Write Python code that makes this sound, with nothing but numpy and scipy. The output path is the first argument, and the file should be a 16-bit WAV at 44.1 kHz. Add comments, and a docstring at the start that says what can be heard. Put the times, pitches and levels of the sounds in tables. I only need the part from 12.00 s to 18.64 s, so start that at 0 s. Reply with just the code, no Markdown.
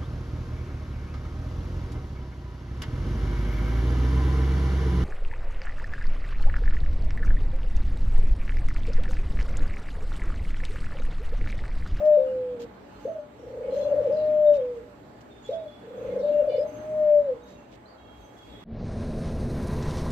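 """A dove coos in a wire cage on a walled balcony, close to a phone: a short hoot, a rolled purr, a long falling note.
It opens on a long note, then come two whole coos, each an almost pure gliding tone with faint overtones.
The hard walls boom at a few pitches, near walls echo and a far wall returns a faint echo.
Behind it lie shaped-noise street wash and rustles, and blurred tones: horns, whistles, sparrows, a repeating squeak."""
import sys
import numpy as np
from scipy import signal
from scipy.fft import rfft, irfft
from scipy.io import wavfile
from scipy.ndimage import uniform_filter1d

SR = 44100
rng = np.random.default_rng(int(sys.argv[2]) if len(sys.argv) > 2 else 0)


def dump_mix(stems):
    """Bounce the given channels to the path in sys.argv[1] as a 16-bit WAV at rate SR."""
    frames = np.atleast_2d(stems).T  # one column per channel
    limited = np.clip(frames, -1, 1)  # hard clip at full scale
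    pcm = np.round(limited * 32767).astype(np.int16)
    wavfile.write(sys.argv[1], SR, pcm)


N = 292804  # length of the scene [samples]


def gain_of(db):
    """Decibels to an amplitude factor."""
    return 10 ** (np.asarray(db) / 20)


def evened(x):
    """Scales to rms 1."""
    return x / np.sqrt(np.mean(x ** 2) + 1e-20)


def read(points, hz):
    """Reads a table along log frequency."""
    f, value = np.transpose(points)
    return np.interp(np.log(hz + 1), np.log(f + 1), value)


def add(mix, s, sound):
    """Mixes a sound in at s seconds, cut off at the end of the mix."""
    part = mix[..., round(s * SR):][..., :sound.shape[-1]]
    part += sound[..., :part.shape[-1]]


def swelled(length, rise_s, fall_s):
    """An envelope with rounded ends; length in samples."""
    t = np.arange(length) / SR
    ramp = np.minimum(t / rise_s, t[::-1] / fall_s)
    return np.sin(np.pi / 2 * np.clip(ramp, 0, 1)) ** 2


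def fuzz(length, width_hz):
    """Complex noise of rms 1 around zero frequency: two equal poles set its bandwidth."""
    r = np.exp(-np.pi * width_hz / SR)
    z = rng.standard_normal((2, length + SR // 10))  # the extra tenth of a second lets the filter settle
    z = signal.lfilter([1], [1, -2 * r, r * r], z[0] + 1j * z[1])[-length:]
    return z / np.sqrt(np.mean(abs(z) ** 2))


# stereo likeness of the noises: (frequency [Hz], left-right correlation [-1 to 1])
PORT_LIKENESS = [(60, 0.63), (130, 0.89), (290, 0.79), (640, -0.11), (1410, -0.00096), (3100, 0.14),
                 (6820, -0.31), (15000, -0.14)]
# stereo balance of the noises: (frequency [Hz], left minus right [dB])
PORT_BALANCE = [(60, 1.5), (130, 3), (290, -0.5), (640, 1), (1410, -6), (3100, -5.5), (6820, -3),
                (15000, -5.5)]


def coloured(db_per_hz, length):
    """Stereo noise coloured by a spectrum curve; the two ports share most of the bass and little of the treble."""
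    hz = np.fft.rfftfreq(1024, 1 / SR)
    a, b, c, d = rng.standard_normal((length // 256 + 5, 513, 4)).T
    left, other = a + 1j * b, c + 1j * d
    same = np.clip(read(PORT_LIKENESS, hz), -1, 1)[:, None]
    z = np.array([left, same * left + np.sqrt(1 - same ** 2) * other])
    half = read(PORT_BALANCE, hz)[:, None] / 2
    z *= gain_of(db_per_hz(hz[:, None]) + np.array([half, -half]))
    return signal.istft(z, nperseg=1024, noverlap=768)[1][:, :length]


def in_band(x, lo, hi):
    """Scales so that one band of the channel mean has rms 1."""
    band = signal.butter(4, [lo, hi], "bandpass", fs=SR, output="sos")
    return x / signal.sosfilt(band, x.mean(0)).std()


def far(first_hz, last_hz, length_s, blur_hz, steady, fade=0.62):
    """A far tone: a steady share plus a smear from many paths, differing per port; lasts 1.3 times length_s."""
    hz = np.linspace(first_hz, last_hz, round(1.3 * length_s * SR))
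    u = np.linspace(0, 1, len(hz))
    paths = np.array([steady * np.exp(2j * np.pi * rng.random()) + fuzz(len(u), blur_hz) for _ in range(2)])
    tone = evened((paths * np.exp(2j * np.pi * np.cumsum(hz) / SR)).real)
    shape = swelled(len(u), 0.0073, .03) * np.exp(-fade * u ** 2)
    return tone * shape * gain_of([[-2.4], [1.6]])  # leans to the right


# overtones of the coo: (multiple of the pitch [-], level against the fundamental [dB])
COO_OVERTONES = [(2, -46.5), (3, -47)]


def voice(hz):
    """The closed beak and swollen throat pass an almost pure tone."""
    turn = 2 * np.pi * np.cumsum(hz) / SR
    overtones = sum(gain_of(db) * np.sin(k * turn) for k, db in COO_OVERTONES)
    return np.sqrt(2) * (np.sin(turn) + overtones)


def sing(gestures):
    """Plays gliding gestures, dry; each starts abruptly as the syrinx opens."""
    out = np.zeros(N)
    for rows in gestures:
        s, hz, db = np.transpose(rows)
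        t = np.arange(s[0], s[-1], 1 / SR)
        effort = swelled(len(t), rise_s=0.0066, fall_s=0.0079) * gain_of(np.interp(t, s, db))
        add(out, s[0], effort * voice(np.interp(t, s, hz)))
    return out


# pitch and effort lines of the long notes, one list per note, dry: (time [s], pitch [Hz], effort [dB rms])
LONG_NOTES = [
    [(0.0, 607, -29), (.055, 612, -15.5), (.11, 599.8, -21), (.163, 594, -30.5), (.176, 527.7, -27),
     (.21, 527.5, -24), (.34, 514, -33.5), (.54, 493.3, -37), (.58, 469.4, -43.5), (.65, 475, -39),
     (.675, 460, -63)],
    [(2.088, 439, -29), (2.12, 616.3, -24), (2.27, 610.4, -22), (2.43, 602, -23.5), (2.5, 583.3, -26.5),
     (2.555, 586.7, -27), (2.604, 507.4, -32), (2.72, 487.7, -35.5), (2.8, 454.6, -45.5), (2.815, 460, -64)],
    [(4.576, 446.7, -26.5), (4.61, 631, -27.5), (4.67, 616, -43), (4.76, 605, -44), (4.86, 620, -30),
     (5.0, 610.8, -21.5), (5.13, 588.9, -29.5), (5.19, 584.5, -25), (5.25, 573.6, -35),
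     (5.31, 510.5, -27.5), (5.38, 435, -57)],
]


def long_notes():
    """The long note that closes each coo, its pitch falling as the breath fades."""
    return sing(LONG_NOTES)


# wash of the street: (time [s], traffic at 900-1900 Hz [dB rms], hiss at 10.5-15 kHz [dB rms], engine rumble [dB rms])
STREET_LEVELS = [(0.0, -53, -76, -57), (0.07, -59, -80.5, -66.5), (0.37, -59, -83.5, -56),
                 (0.83, -61, -85, -61.5), (1.03, -58.5, -81, -54.5), (1.26, -63, -88, -68),
                 (1.4, -61.5, -84, -56), (1.96, -55.5, -80, -56), (3.0, -62, -84.5, -60.5),
                 (3.92, -60, -83.5, -62), (4.08, -55.5, -80, -52), (4.34, -57.5, -80.5, -62.5),
                 (4.36, -57.5, -81, -54), (4.86, -57.5, -80, -58.5), (5.47, -61.5, -86.5, -61.5),
                 (6.01, -63, -86, -63), (6.21, -62.5, -82, -49), (6.32, -62.5, -83.5, -71),
                 (6.51, -61, -80.5, -51.5), (6.64, -59, -80, -64)]
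# colour of the traffic: (frequency [Hz], relative level [dB per Hz])
TRAFFIC_COLOUR = [(53, -45), (90, -13), (109, -1), (166, -13.5), (245, -4), (354, -5), (394, -11),
                  (590, -5.5), (899, -12.5), (4530, -33.5), (6000, -45.5), (7800, -77), (13200, -120)]
# colour of the fine hiss: (frequency [Hz], relative level [dB per Hz])
HISS_COLOUR = [(3000, -31.5), (4200, -17), (6000, -7.5), (7800, -7), (8600, -12), (9500, -28.5),
               (10800, -16), (12800, -13.5), (15500, -19.5)]
# colour of the engine rumble: (frequency [Hz], relative level [dB per Hz])
RUMBLE_COLOUR = [(21, -49), (35, -13.5), (59, 4.5), (75, -3), (92, -5.5), (100, -2.5), (130, -29.5),
                 (220, -120)]
# wavering drones in the wash: (frequency [Hz], width [Hz], level at mean traffic [dB rms])
STREET_DRONES = [(71, 24, -72), (117, 4.9, -60.5), (193, 12, -59), (236.6, 3.9, -61), (287.4, 27, -60),
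                 (419.4, 30, -60), (844, 14, -61.5)]


def street(patchy_db=1.54):
    """Traffic wash in drifting patches, fine hiss above, rumble below, and wavering drones that follow the traffic."""
    s, *levels_db = np.transpose(STREET_LEVELS)
    t = np.arange(N) / SR
    traffic, hiss, rumble = (gain_of(np.interp(t, s, db)) for db in levels_db)
    # random level patches, smoothed over frequency and time
    patches = rng.standard_normal((N // 256 + 5, 513)).T
    patches = uniform_filter1d(uniform_filter1d(patches, 14, 0), 16, 1)
    patches = patchy_db * evened(patches)
    out = traffic * in_band(coloured(lambda hz: read(TRAFFIC_COLOUR, hz) + patches, N), 900, 1900)
    out += hiss * in_band(coloured(lambda hz: read(HISS_COLOUR, hz) + patches, N), 10500, 15000)
    # the rumble is mostly common to both ports
    grumble = rfft(rng.standard_normal((3, N))) * gain_of(read(RUMBLE_COLOUR, np.fft.rfftfreq(N, 1 / SR)))
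    mid, *ports = irfft(grumble, N)
    out += rumble * evened(mid + .22 * np.array(ports)) * gain_of([[.8], [-.8]])
    follow = (traffic / traffic.mean()) ** 1.6
    for hz, width_hz, db in STREET_DRONES:
        drone = np.sqrt(2) * (fuzz(N, width_hz) * np.exp(2j * np.pi * hz * t)).real
        out += gain_of(db) * drone * follow
    return out


# booms of the walls, levels at resonance against the direct sound:
# (frequency [Hz], decay to -60 dB [s], polarity and strength [factor], left [dB], right [dB])
WALL_BOOMS = [(593.6, 0.32, 0.94, 16, 8.5), (482, 0.45, 0.88, 2, 8.5), (471, 0.54, -0.7, -5, -12),
              (547.6, 0.14, 0.77, 7, -8.5), (659.7, 0.16, -1, -12.5, 4)]
# echoes of the near walls: (delay [s], left [dB], right [dB])
NEAR_ECHOES = [(.004, -10.5, -3), (.009, -12, -17), (.016, -15, -7.5), (.024, -9, -8.5), (.035, -13, -11),
               (.051, -14.5, -22.5)]
# echo of the far wall, sides swapped: (delay [s], level [dB])
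FAR_ECHO = (.42, -40.)


def balcony(x):
    """Direct sound, near echoes, the booms of the walls, a thin diffuse tail and one far echo."""
    t = np.arange(SR) / SR
    dying = gain_of(-60 * t / .4)  # the tail dies by 60 dB in .4 s
    response = gain_of(-19) * rng.standard_normal((2, SR)) * dying / np.linalg.norm(dying)
    for hz, t60, sign, *db in WALL_BOOMS:
        ring = gain_of(-60 * t / t60)
        response += sign * gain_of(db)[:, None] * 2 * ring / ring.sum() * np.sin(2 * np.pi * hz * t)
    response[:, 0] += 1  # direct sound
    for delay, *db in NEAR_ECHOES:
        response[:, round(delay * SR)] += gain_of(db)
    near = signal.fftconvolve(x[None], response, axes=1)[:, :N]
    out = near.copy()
    delay, db = FAR_ECHO
    add(out, delay, gain_of(db) * near[::-1])
    return out


# short rustles, levels before the fades: (time [s], length [s], level [dB rms], brightness tilt [dB per octave])
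RUSTLE_EVENTS = [(0.041, 0.05, -57.5, -5), (0.204, 0.14, -73, 0), (0.584, 0.075, -53, -5),
                 (0.956, 0.14, -68, -4), (1.684, 0.2, -56.5, -6), (2.524, 0.064, -50.5, -7.5),
                 (2.712, 0.11, -70, -4), (3.202, 0.029, -60, -5), (6.375, 0.025, -65, -2),
                 (3.412, 0.19, -59.5, -6), (4.469, 0.22, -60, -8.5), (5.452, 0.11, -61, -6.5),
                 (5.705, 0.067, -52.5, -7.5), (6.372, 0.25, -59, -8.5)]
# shared colour of the rustles: (frequency [Hz], relative level [dB per Hz])
RUSTLE_COLOUR = [(1500, -28.5), (2500, -8), (4000, -6), (7500, -6.5), (8800, -16), (10000, -30),
                 (12500, -9.5), (15500, -23.5)]


def rustles():
    """Bursts of coloured noise, roughened by a random crackle and tapered at both ends."""
    out = np.zeros((2, N))
    for s, length, db, tilt_db in RUSTLE_EVENTS:
        n = round(length * SR)

        def colour(hz):
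            return read(RUSTLE_COLOUR, hz) + tilt_db * np.log2(hz / 4000 + 0.009)

        noise = coloured(colour, n + 1024)[:, -n:]
        crackle = gain_of(3 * evened(uniform_filter1d(rng.standard_normal(n), 90)))  # grains of about 2 ms
        add(out, s, gain_of(db) * evened(noise * crackle) * signal.windows.tukey(n, .7))
    return out


def blurred_calls(rows):
    """Places far calls, given as rows of start, length, first and last pitch, level and blur."""
    out = np.zeros((2, N))
    for s, length, first_hz, last_hz, db, blur_hz in rows:
        add(out, s, gain_of(db) * far(first_hz, last_hz, length, blur_hz, steady=min(1.2, 30 / blur_hz)))
    return out


# thin far whistles, each sounding 1.3 times its length, levels before fades and stereo lean:
# (time [s], length [s], pitch [Hz], level [dB rms])
WHISTLE_EVENTS = [ (0.106, 0.12, 3810, -65), (.26, 0.084, 2860, -64), (0.924, .1, 4170, -72),
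                  (0.953, 0.12, 3580, -73), (1.625, .07, 2200, -61.5), (1.7, 0.084, 4140, -62.5),
                  (1.711, 0.082, 3265, -64), (1.796, 0.072, 4150, -58), (1.807, 0.078, 3410, -58.5),
                  (1.877, .05, 2790, -62), (2.18, .07, 2803, -61.5), (2.458, 0.12, 3720, -60),
                  (2.58, 0.058, 3260, -65.5), (3.3, 0.13, 3600, -64.5), (3.438, 0.054, 3407, -53),
                  (3.462, 0.16, 3744, -64), (3.523, 0.054, 3394, -51.5), (3.581, .4, 3420, -66),
                  (3.676, 0.12, 3400, -59), (4.101, .08, 3400, -68.5), (4.105, 0.1, 2139, -62.5),
                  (4.21, .09, 3725, -62), (4.33, .09, 2790, -61), (4.505, 0.078, 2167, -60.5),
                  (5.416, 0.13, 3780, -65), (5.553, 0.12, 2720, -67), (5.975, .3, 3260, -64.5),
                  (5.981, 0.072, 3845, -70), (6.362, 0.29, 3330, -59), (6.436, 0.11, 3430, -69),
                  (6.485, 0.19, 3760, -66), (6.522, 0.12, 3440, -61.5)]


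def whistles(blur_hz=44.6):
    """Far whistles, each holding one pitch, slightly blurred by the many paths."""
    return blurred_calls([(s, length, hz, hz, db, blur_hz) for s, length, hz, db in WHISTLE_EVENTS])


def twitters(count=16, low_hz=2820, high_hz=4540):
    """Fainter chirps at chance moments, gliding slightly up or down; the longer, the louder."""
    rows = []
    for when, pitch, slide, size in rng.random((count, 4)):
        hz = low_hz * (high_hz / low_hz) ** pitch
        last_hz = hz * (1 + 0.086 * (slide - .5))
        rows.append((when * N / SR, .07 * (.5 + size), hz, last_hz, -80 + 6 * size, 90))
    return blurred_calls(rows)


# a squeak on a beat of about three quarters of a second, some beats silent, levels before fades and stereo lean:
# (time [s], level [dB rms])
SQUEAK_EVENTS = [(1.0, -71), (1.73, -66.5), (3.96, -71.5), (4.669, -63.5), (5.43, -69.5), (6.19, -70.5)]


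def squeaks(hz=6300, length_s=.24, octave_db=-10.):
    """A high blurred tone with a weaker, more smeared octave that fades sooner."""
    out = np.zeros((2, N))
    for s, db in SQUEAK_EVENTS:
        add(out, s, gain_of(db) * far(hz, hz, length_s, 45, steady=0.55, fade=2.0))
        add(out, s, gain_of(db + octave_db) * far(2 * hz, 2 * hz, length_s, 300, steady=.2, fade=2.5))
    return out


# short hoots that open each whole coo, dry: (time [s], length [s], top pitch [Hz], effort [dB rms])
HOOT_EVENTS = [(1.05, .15, 653.7, -33), (3.488, .183, 662, -34)]
# shape of a hoot, a low pop, a leap, a catch, a drop:
# (share of length [0-1], share of top pitch [0-1], level against the effort [dB])
HOOT_SHAPE = [(0, .72, 14.5), (.07, .79, -3), (.17, 1, 1.5), (0.301, 1, -3), (.6, .96, 3),
              (.76, .95, -12.5), (.88, .93, -3), (1, 0.9, -24)]


def hoots():
    """One gesture stretched to each hoot: a low pop leaps to the top pitch, catches and drops."""
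    shape = np.array(HOOT_SHAPE)
    return sing([shape * [length, top_hz, 1] + [s, 0, db] for s, length, top_hz, db in HOOT_EVENTS])


# quick trills that begin each purr:
# (time [s], first gap [s], widening per pulse [s], final effort [dB rms], extra level of the timid start [dB])
TRILL_EVENTS = [(1.352, .0356, 0.000036, -33, -13.5), (3.832, .0341, 0.00035, -31, -5)]


def trill_pulses(count=10, pulse_s=0.031, swell_db=1.8, settle_pulses=1.1):
    """Pulse rows of the even trills: a timid, flat start, then growing effort and a climbing foot."""
    top_hz, flat_hz, foot_hz, climb_hz = 608, 85, 414.6, 4  # flat_hz: first pulse's drop; climb_hz: per pulse
    wobble_hz, wobble_db = 1.2 * 0 + 10, 1.2  # chance unevenness from pulse to pulse
    k, rows = np.arange(count), []
    timid = np.exp(-k / settle_pulses)
    for s, gap, widening, db, timid_db in TRILL_EVENTS:
        foot, push = rng.standard_normal((count, 2)).T * [[wobble_hz], [wobble_db]]
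        starts = s + gap * k + widening * k ** 2 / 2
        first_hz = top_hz - flat_hz * timid
        last_hz = foot_hz + climb_hz * k + foot
        effort_db = db + push - swell_db * k[::-1] + timid_db * timid
        rows += zip(starts, pulse_s + 0 * k, first_hz, last_hz, effort_db)
    return rows


# slower rolls that end each purr, each sliding down, dry:
# (time [s], length [s], first pitch [Hz], last pitch [Hz], effort [dB rms])
ROLL_PULSES = [(1.719, 0.032, 596, 480, -29.5), (1.755, 0.052, 600, 512.4, -31.5),
               (1.799, 0.039, 603.5, 523, -30), (1.841, 0.055, 622, 513.7, -32),
               (1.9, .05, 623, 508.5, -27), (1.953, 0.069, 629.4, 460, -30), (2.034, 0.055, 618, 461, -28),
               (4.187, 0.033, 603, 466, -30), (4.224, 0.038, 607, 561, -30), (4.259, 0.057, 618, 557, -33),
               (4.313, .062, 617.4, 560, -32.5), (4.368, 0.062, 615.4, 522, -29),
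               (4.442, .069, 639.3, 466, -30), (4.519, 0.045, 668.5, 474.5, -30)]


def purr(even_s=.05):
    """Trill, then rolls: one syrinx plays all pulses, so the tone runs on unbroken where pulses join."""
    hz, effort = np.full(N, 608.0), np.zeros(N)
    for s, length, first_hz, last_hz, db in trill_pulses() + ROLL_PULSES:
        u = np.linspace(0, 1, round(length * SR))
        slide = u ** (length / even_s)  # short pulses drop at once, long ones hold the pitch first
        hz[round(s * SR):][:len(u)] = first_hz + (last_hz - first_hz) * slide
        add(effort, s, swelled(len(u), rise_s=.007, fall_s=.008) * gain_of(db))
    return effort * voice(uniform_filter1d(hz, size=130))


# sparrow chirps, each sounding 1.3 times its length, levels before fades and stereo lean:
# (time [s], length [s], first pitch [Hz], last pitch [Hz], level [dB rms], blur [Hz])
CHIRP_EVENTS = [(1.38, .13, 5630, 5500, -73, 507), (2.118, 0.15, 5110, 3690, -62, 950),
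                (2.16, 0.078, 4120, 3820, -61, 140), (3.421, 0.058, 6860, 7040, -64.5, 322),
                (4.184, 0.037, 5680, 5400, -65, 317.4), (4.198, .13, 4380, 3850, -63, 962),
                (4.481, .06, 4600, 4700, -63, 160), (4.53, 0.055, 4210, 4840, -61, 281),
                (4.565, 0.071, 4980, 5020, -58, 130), (5.854, 0.039, 4030, 4600, -63, 281.4),
                (5.874, .08, 4660, 4400, -63.5, 260)]


def chirps():
    """Sparrow chirps: short glides; the wider the blur, the noisier the chirp."""
    return blurred_calls(CHIRP_EVENTS)


# far horns, each sounding 1.3 times its length, levels before the mouth colour:
# (time [s], length [s], pitch [Hz], level [dB])
HORN_EVENTS = [(4.27, .09, 550, -71), (4.49, .1, 590, -60), (5.98, .3, 549, -77), (6.4, .14, 549, -74)]
# colour of the horn mouth: (frequency [Hz], gain [dB])
HORN_COLOUR = [(1500, -46), (2100, 4.5), (3400, 3), (4300, -4.5), (5500, -22), (8000, -41)]


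def horns():
    """Far horns: only harmonics 3 to 9 sound, weighted by the mouth and nearly steady."""
    out = np.zeros((2, N))
    for s, length, pitch_hz, db in HORN_EVENTS:
        for k in range(3, 10):
            hz = k * pitch_hz
            add(out, s, gain_of(db + read(HORN_COLOUR, hz)) * far(hz, hz, length, 40, steady=0.95))
    return out


def scene():
    """Everything at the two microphone ports; only the dove is played through the balcony."""
    dove = long_notes() + hoots() + purr()
    neighbours = rustles() + whistles() + twitters() + squeaks() + chirps() + horns()
    return balcony(dove) + street() + neighbours


def record(dry):
    """The bass roll-off and the upper band limit of the phone."""
    thin = signal.sosfilt(signal.butter(4, 38, "highpass", fs=SR, output="sos"), dry)
    band_limit = signal.firwin(1023, 15680, window=("kaiser", 10), fs=SR)
    return signal.oaconvolve(thin, band_limit[None], "same")


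dry = scene()
out = record(dry)
dump_mix(out)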